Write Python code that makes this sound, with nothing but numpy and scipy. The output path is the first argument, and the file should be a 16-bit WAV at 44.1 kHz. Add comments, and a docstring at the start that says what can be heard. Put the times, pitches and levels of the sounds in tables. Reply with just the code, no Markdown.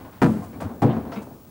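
"""Across a yard, a horse walks up a wooden ramp into a trailer.
Two heavy hoof falls boom through the boards (fading sine tones) and set the hollow trailer rumbling
(slowly fading bands of noise). Lighter steps knock, loose planks crack, clonk and creak,
and hooves scuff and scrape on grit (bursts of uneven noise).
Underneath lie faint outdoor air and hiss (shaped noise), a steady high whistle and a fuzzy whine."""
import sys
import numpy as np
from scipy import signal
from scipy.fft import rfft, irfft
from scipy.io import wavfile

SR = 44100
rng = np.random.default_rng(int(sys.argv[2]) if len(sys.argv) > 2 else 0)


def to_wav(sig):
    """Store sig (one row per channel, or 1-D mono) as 16-bit WAV at the path in sys.argv[1].

    Samples outside -1..1 are clipped; the rate is SR.
    """
    pcm = np.clip(np.atleast_2d(sig), -1, 1) * 32767
    pcm = np.round(pcm).astype(np.int16)
    wavfile.write(sys.argv[1], SR, pcm.T)  # frames by channels


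N = 66150  # length of the scene in samples: 1.5 s

# "Ring time" is the time a sound takes to die away by 60 dB.
# Colour tables give only the balance between pitches; loudness is set elsewhere.

# Outdoor air and hiss, colour: (frequency [Hz], level [dB per Hz])
AIR_COLOUR = [(20, -5), (50, -1), (90, 8.5), (160, 4.5), (240, 2), (450, -6), (1000, -9.5), (2000, -21.5),
              (4000, -23), (9000, -23.5), (14000, -26), (16000, -23)]
AIR_DB = -49.5
# Fuzzy whine: (frequency [Hz], spread to each side [Hz], level [dB])
WHINE = [(15600, 190, -59), (11650, 130, -74)]
WHISTLE_HZ, WHISTLE_DB = 15625, -61
# Air that differs between the two ears, colour: (frequency [Hz], level [dB per Hz])
SIDE_AIR_COLOUR = [(30, 16), (120, 13), (300, 6), (1000, -13), (3000, -27), (8000, -4), (12000, 0),
                   (14500, 0), (15600, 14), (16000, -1)]
SIDE_AIR_DB = -68
# Lean of the whole scene to the left: (frequency [Hz], left minus right [dB])
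LEFT_LEAN = [(30, 0.5), (120, 2), (300, 1.82), (1000, 1.33), (2000, 0.7), (8000, 1.5), (14000, 1.5)]

# Hoof scraping the floor, colour: (frequency [Hz], level [dB per Hz])
SCRAPE_COLOUR = [(300, -7), (1000, -5), (1370, 1), (1800, -9), (2250, 3), (2650, -3.5), (3200, -10.5),
                 (12000, -33)]
SCRAPE_START_S, SCRAPE_DB, SCRAPE_RISE_S, SCRAPE_FADE_S = 1.154, -36, 0.013, 0.16
SLIPS_PER_S = 2200  # on average

# Hooves dragging on grit: (time [s], level [dB], time to fade by 60 dB [s])
SCUFFS = [(0.249, -51.5, 1), (0.429, -49.5, 0.13), (0.603, -45, 0.18), (0.755, -46, 0.021),
          (1.115, -59, 0.49), (1.217, -47.5, 0.094)]
# Crushed grit, colour: (frequency [Hz], level [dB per Hz])
GRIT_COLOUR = [(500, -6), (2000, -6), (5000, 2.5), (9000, 4), (12000, -1.5), (16000, -19)]
GRAIN_DB = 3.5  # how unequal the grains are
GRIT_RISE_S, STOMP_GRIT_FADE_S = 0.0076, 0.053

# Lighter steps and knocks, before halving:
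# (time [s], bass [dB], middle [dB], treble [dB], ring time factor [times])
KNOCKS = [(0.0, -37.5, -41, -49.5, 3), (0.047, -52, -33.5, -48.5, 1.32), (0.125, -62, -45.5, -50, 6),
          (0.336, -32, -35, -52, 0.55), (0.418, -41, -36, -55, 1.8), (0.528, -34.5, -42.5, -49.5, 2),
          (0.554, -34.5, -38.5, -70, 2.9), (0.603, -31.5, -27.5, -38.5, 1.93),
          (0.616, -31, -25.5, -50, 1.36), (0.69, -36, -34, -55, 3.4), (0.895, -27, -19, -66, 0.95),
          (0.928, -30.5, -31, -44, 1.7), (0.966, -21, -24.5, -51.5, 1.17), (1.052, -33, -33.5, -54, 5.1),
          (1.119, -35.5, -32.5, -36, 1.34), (1.161, -40, -30.5, -47, 1.35), (1.217, -33, -44, -51, 1),
          (1.268, -44, -34.5, -65, 0.75), (1.306, -38, -39, -64, 1.3), (1.445, -47, -52, -80, 1.4)]
# Ring of a light knock: (frequency [Hz], level [dB per band], ring time [s])
KNOCK_RING = [(30.4, -63, 0.11), (58, -12, 0.046), (99, -8, 0.29), (147, -10, 0.23), (217, 1.5, 0.27),
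              (403, -9, 0.29), (830, -2.5, 0.12), (1210, -6, 0.25), (2380, -8.5, 0.17), (4940, -13, 0.15),
              (14000, -53, .1)]
BASS_HZ, MID_HZ, TREBLE_HZ = 235, 763, 2510
# Planks flexing under the horse's weight: (time [s], frequency [Hz], level [dB], length [s])
FLEXES = [(0.336, 222, -21.5, 0.06), (0.627, 97, -26, 0.07), (0.645, 237.5, -29, 0.04),
          (0.68, 231.8, -31, 0.081), (1.162, 215, -23.5, 0.042)]

# Sharp cracks of hoof and loose planks: (time [s], crack peak [dB], rattle [dB])
CRACKS = [(0.2179, -10.5, -22), (0.2200, -9.5, -21), (0.2255, -7, -26), (0.2327, -6.5, -21.5),
          (0.2440, -10, -25), (0.252, -16, -29), (0.2623, -15.5, -25), (0.8196, -22, -35),
          (0.828, -17.5, -26.5), (0.8344, -28, -38), (0.8483, -21, -37), (0.899, -25.5, -45),
          (0.971, -30, -37), (1.120, -36, -37)]
# A crack, colour: (frequency [Hz], level [dB per Hz])
CRACK_COLOUR = [(60, -11), (300, 4), (600, 5), (900, 9), (1700, -1), (2600, -10.5), (4500, -23.5),
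                (9000, -28), (15000, -55)]
# Loose plank rattling at every crack: (frequency [Hz], level [dB], ring time [s])
RATTLE_TONES = [(988, -2.5, 0.072), (1126, -7.5, 0.02), (1271, -2.5, 0.047), (1384, -4.5, 0.057),
                (1580, -5, 0.042), (1766, -4.5, 0.033), (1970, -8.5, 0.024), (2366, -9, 0.022)]
# Loose planks touched by a hoof: (time [s], level [dB], plank [name])
CLONKS = [(0.2182, -14, "ramp lip"), (0.420, -28.5, "ramp edge"), (0.602, -36, "ramp lip"),
          (0.615, -27.5, "ramp middle"), (0.826, -17, "ramp middle"), (0.924, -25.5, "ramp edge"),
          (1.119, -32.5, "sill"), (1.158, -30.5, "floor plank"), (1.220, -34, "ramp lip")]
# Tones of each of those planks, by name: (frequency [Hz], level [dB], ring time [s])
PLANK_TONES = {"ramp lip": [(608, -8, 0.06), (879, 2.5, 0.057), (1001, -3, 0.047)],
               "ramp edge": [(717, -2.5, 0.13), (1060, -11, 0.14)], "ramp middle": [(535, -2, 0.12),
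               (629.4, -4.5, 0.086), (750, -12, 0.096), (951, -7, 0.074), (1165, -3, 0.041)],
               "sill": [(473, -6, 0.4), (680, -1.5, 0.33), (930, -5, 0.14), (1344, -6, 0.094),
               (2290, -25, 0.18)], "floor plank": [(443.4, -0.5, 0.22), (1354, -7, 0.093),
               (2600, -20, 0.29), (3800, -21, 0.17)]}
# Faint creaks of the ramp: (time [s], frequency [Hz], spread to each side [Hz], level [dB], length [s])
CREAKS = [(0.522, 2280, 110, -59.5, 0.05), (0.885, 3050, 910, -48.5, 0.05), (1.114, 5350, 1100, -56, 0.055)]

# Heavy hoof falls, clatter before halving: (time [s], boom [dB], clatter [dB],
# clatter tilt [dB per octave], grit [dB], board struck [name])
STOMPS = [(0.218, -13, -20.5, -1.5, -36, "ramp"), (0.820, -12, -22, -3.5, -44.5, "floor")]
# Toe lands first, then the hoof rolls flat: (delay [s], level [dB])
HOOF_ROLL = [(0, 5), (.007, -5), (0.0127, 1.5), (.026, -3), (.043, -8.5)]
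# Tones of each struck board, by name: (frequency [Hz], level [dB], ring time [s])
BOARD_TONES = {"ramp": [(83.6, -7.5, 0.36), (117.7, -0.6, 0.3), (145, 9.5, 0.21), (169, -10.2, 0.46),
               (174.9, -2.5, 0.5), (213.2, -0.6, 0.46), (224.4, -1.4, 0.51), (263.2, 8, 0.23),
               (282.7, 7, 0.11), (310.3, -9.0, 0.45), (346, -3.5, 0.22), (476, -7.4, 0.344),
               (511, 2, 0.059), (670, -9.5, 0.11)], "floor": [(85, 1, 0.17), (118.2, 8, 0.25),
               (144.8, 7.5, 0.22), (178.7, -26, 0.55), (224.7, -2.5, 0.51), (232.9, -8.5, 0.39),
               (257.3, 3.5, 0.18), (279.3, -2, 0.42), (350.7, -6.5, 0.37), (431.5, -10, 0.25),
               (494, -8.5, 0.3), (628.6, -10, 0.26), (765, -5.5, 0.17), (815, -0.5, 0.086)]}
# Dense ring of the planks: (frequency [Hz], level [dB per band], ring time [s])
WOOD_RING = [(30, -42, 0.15), (61.3, -44, 0.089), (113, -34, 0.24), (240, -10, 0.29), (460, -6, 0.24),
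             (900, -7, 0.25), (1700, -22.5, 0.11), (3430, -18.5, 0.14), (6940, -24, 0.048),
             (14000, -28, 0.051)]
# Ring of the hollow trailer shell: (frequency [Hz], level [dB per band], ring time [s])
SHELL_RING = [(31.2, -57, 0.89), (85, -8.5, 1.37), (144, -0.5, 0.62), (226, -0.5, 1.074), (474, -6.5, 0.74),
              (920, -6.5, 0.73), (1930, -18, 0.81), (4813, -33.5, 0.99), (13900, -70, 0.66)]
SHELL_DB = -29.5
# Lower notes build up more slowly: rise times counted in cycles
SWELL_CYCLES, BOOM_RISE_CYCLES = 0.55, 3.27
LOW_CUT_HZ = 52  # the boards radiate little below this
EDGE_HZ, CEILING = 16000, 0.8  # top of the treble, and the limit of the soft rounding


def amp(db):
    """Turns decibels into a gain, where every 20 dB is ten times the amplitude."""
    return 10 ** (np.asarray(db) / 20)


def unit(x):
    """Scales a signal to an average (rms) strength of one."""
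    return x / np.sqrt(np.mean(x ** 2) + 1e-20)


def read(points, hz, axis=1):
    """Reads between the rows of a table, with pitch on a logarithmic scale as we hear it."""
    columns = np.transpose(points)
    return np.interp(np.log(hz + 1), np.log(columns[0] + 1), columns[axis])


def add(mix, s, sound):
    """Mixes a sound in at a time in seconds, cutting off what runs past the end."""
    part = mix[max(round(s * SR), 0):][:len(sound)]
    part += sound[:len(part)]


def colour(x, points):
    """Balances the pitches of a full-length signal by a colour table, at unit strength."""
    gain = amp(read(points, np.fft.rfftfreq(N, 1 / SR)))
    return unit(irfft(rfft(x) * gain, N))


def narrow(hz, spread):
    """Noise squeezed into a narrow band, heard as a wavering tone."""
    f = np.fft.rfftfreq(N, 1 / SR)
    bell = np.exp(-((f - hz) / spread) ** 2)
    return unit(irfft(rfft(rng.standard_normal(N)) * bell, N))


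def rise_and_fade(rise, fade):
    """Swells with time constant rise (s), while dying away by 60 dB every fade seconds."""
    t = np.arange(N) / SR
    return (1 - np.exp(-t / rise)) * np.exp(-np.log(1000) * t / fade)


def tones(table):
    """A struck board's strong notes: sines that swell over a few cycles and die at their own speeds."""
    t, out = np.arange(N) / SR, np.zeros(N)
    for hz, db, ring_time in table:
        note = np.sin(2 * np.pi * hz * t)
        out += amp(db) * note * rise_and_fade(BOOM_RISE_CYCLES / hz, ring_time)
    return out


def ring(table, shade=None, length=1):
    """Notes too crowded to tell apart: half-octave bands of noise, each dying at its own speed."""
    octave = np.log2(np.fft.rfftfreq(N, 1 / SR) + 1)
    noise = rfft(rng.standard_normal(N))
    out = np.zeros(N)
    for hz in np.geomspace(31.25, 16000, 19):
        # neighbouring bands overlap smoothly
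        half_octaves_away = np.clip(2 * (octave - np.log2(hz)), -1, 1)
        band = irfft(noise * np.cos(np.pi / 2 * half_octaves_away) ** 2)
        env = rise_and_fade(SWELL_CYCLES / hz, length * read(table, hz, axis=2))
        db = read(table, hz)
        if shade:
            db = db + read(shade, hz)
        # even out the random strength of the noise, but keep that of the envelope
        out += amp(db) * unit(band * env) * np.sqrt(np.mean(env ** 2))
    return out


def grit(fade):
    """Sand crushed under a hoof: a fading burst of tiny grains of uneven strength."""
    unevenness = np.minimum(rng.exponential(1, N), 4)
    grains = rng.standard_normal(N) * amp(GRAIN_DB * unevenness)
    return colour(grains, GRIT_COLOUR) * rise_and_fade(GRIT_RISE_S, fade)


def background():
    """Shaped noise for air and hiss, a pure sine whistle, and narrow noise bands for the whine."""
    air = amp(AIR_DB) * colour(rng.standard_normal(N), AIR_COLOUR)
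    whistle = amp(WHISTLE_DB) * np.sin(2 * np.pi * WHISTLE_HZ * np.arange(N) / SR)
    whine = sum(amp(db) * narrow(hz, spread) for hz, spread, db in WHINE)
    return air + whistle + whine


def side_air():
    """Faint noise that is opposite in the two ears, so it sounds wide."""
    return amp(SIDE_AIR_DB) * colour(rng.standard_normal(N), SIDE_AIR_COLOUR)


def scrape():
    """A hoof sticks and slips over the gritty floor: random clicks of uneven strength."""
    out = np.zeros(N)
    slips = (rng.random(N) < SLIPS_PER_S / SR) * rng.standard_normal(N)
    sound = colour(slips, SCRAPE_COLOUR) * rise_and_fade(SCRAPE_RISE_S, SCRAPE_FADE_S)
    add(out, SCRAPE_START_S, amp(SCRAPE_DB) * sound)
    return out


def scuffs():
    """Hooves drag on grit and crush it in short bursts."""
    out = np.zeros(N)
    for s, db, fade in SCUFFS:
        add(out, s, amp(db) * grit(fade))
    return out


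def flexes():
    """Planks bend under the horse's weight: short low tones that swell and sink."""
    out = np.zeros(N)
    for s, hz, db, length in FLEXES:
        t = np.arange(0, length, 1 / SR)
        swell = np.sin(np.pi * t / length) ** 2
        add(out, s, amp(db) * swell * np.sin(2 * np.pi * hz * t))
    return out


def knocks():
    """Lighter steps set the wood ringing, each with its own tone balance and length."""
    out = np.zeros(N)
    for s, bass_db, mid_db, treble_db, length in KNOCKS:
        shade = [(BASS_HZ, bass_db), (MID_HZ, mid_db), (TREBLE_HZ, treble_db)]
        add(out, s, 0.5 * ring(KNOCK_RING, shade, length))
    return out


def creaks():
    """The ramp creaks faintly: narrow noise that swells and sinks."""
    out = np.zeros(N)
    for s, hz, spread, db, length in CREAKS:
        t = np.arange(0, length, 1 / SR)
        swell = np.sin(np.pi * t / length)
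        add(out, s, amp(db) * swell * narrow(hz, spread)[:len(t)])
    return out


def clonks():
    """Loose planks ring with their own few notes when a hoof touches them."""
    out = np.zeros(N)
    for s, db, plank in CLONKS:
        add(out, s, amp(db) * tones(PLANK_TONES[plank]))
    return out


def cracks():
    """Hoof meets loose plank: a sharp click, and the same plank rattling each time."""
    out = np.zeros(N)
    log_gain = np.log(amp(read(CRACK_COLOUR, abs(np.fft.fftfreq(2 ** 11, 1 / SR)))))
    # minimum phase: packs the click's energy as early as its colour allows
    crack = np.fft.ifft(np.exp(np.conj(signal.hilbert(log_gain)))).real
    crack = crack / abs(crack).max()
    rattle = tones(RATTLE_TONES)
    for s, crack_db, rattle_db in CRACKS:
        add(out, s, amp(crack_db) * crack)
        add(out, s, amp(rattle_db) * rattle)
    return out


def stomps():
    """Each heavy hoof booms the board, sets the trailer ringing and clatters as it rolls flat."""
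    out = np.zeros(N)
    for s, boom_db, clatter_db, tilt_db, grit_db, board in STOMPS:
        add(out, s, amp(boom_db) * tones(BOARD_TONES[board]))
        add(out, s, amp(SHELL_DB) * ring(SHELL_RING))
        # the tilt makes the clatter duller or brighter
        shade = [(hz, tilt_db * np.log2(hz / MID_HZ)) for hz in (BASS_HZ, TREBLE_HZ)]
        for delay, db in HOOF_ROLL:
            clatter = 0.5 * amp(clatter_db) * ring(WOOD_RING, shade)
            crushed = amp(grit_db) * grit(STOMP_GRIT_FADE_S)
            add(out, s + delay, amp(db) * (clatter + crushed))
    return out


def scene():
    """Mixes all sounds nearly in mono, leaning slightly left by an amount that varies with pitch."""
    low_cut = signal.butter(2, LOW_CUT_HZ, "highpass", fs=SR, output="sos")
    boards = signal.sosfiltfilt(low_cut, stomps() + cracks() + clonks() + creaks())
    light_steps = knocks() + flexes() + scuffs()
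    mono = rfft(boards + light_steps + scrape() + background())
    lean_db = read(LEFT_LEAN, np.fft.rfftfreq(N, 1 / SR))
    side = side_air()
    left = irfft(mono * amp(lean_db / 2), N) + side
    right = irfft(mono * amp(-lean_db / 2), N) - side
    return np.array([left, right])


def record(dry):
    """Rounds off the loudest peaks softly, then removes the highest treble."""
    rounded = CEILING * np.tanh(dry / CEILING)
    treble_cut = signal.firwin(511, EDGE_HZ, window=("kaiser", 9), fs=SR)
    return signal.oaconvolve(rounded, treble_cut[None], "same")


dry = scene()
out = record(dry)
to_wav(out)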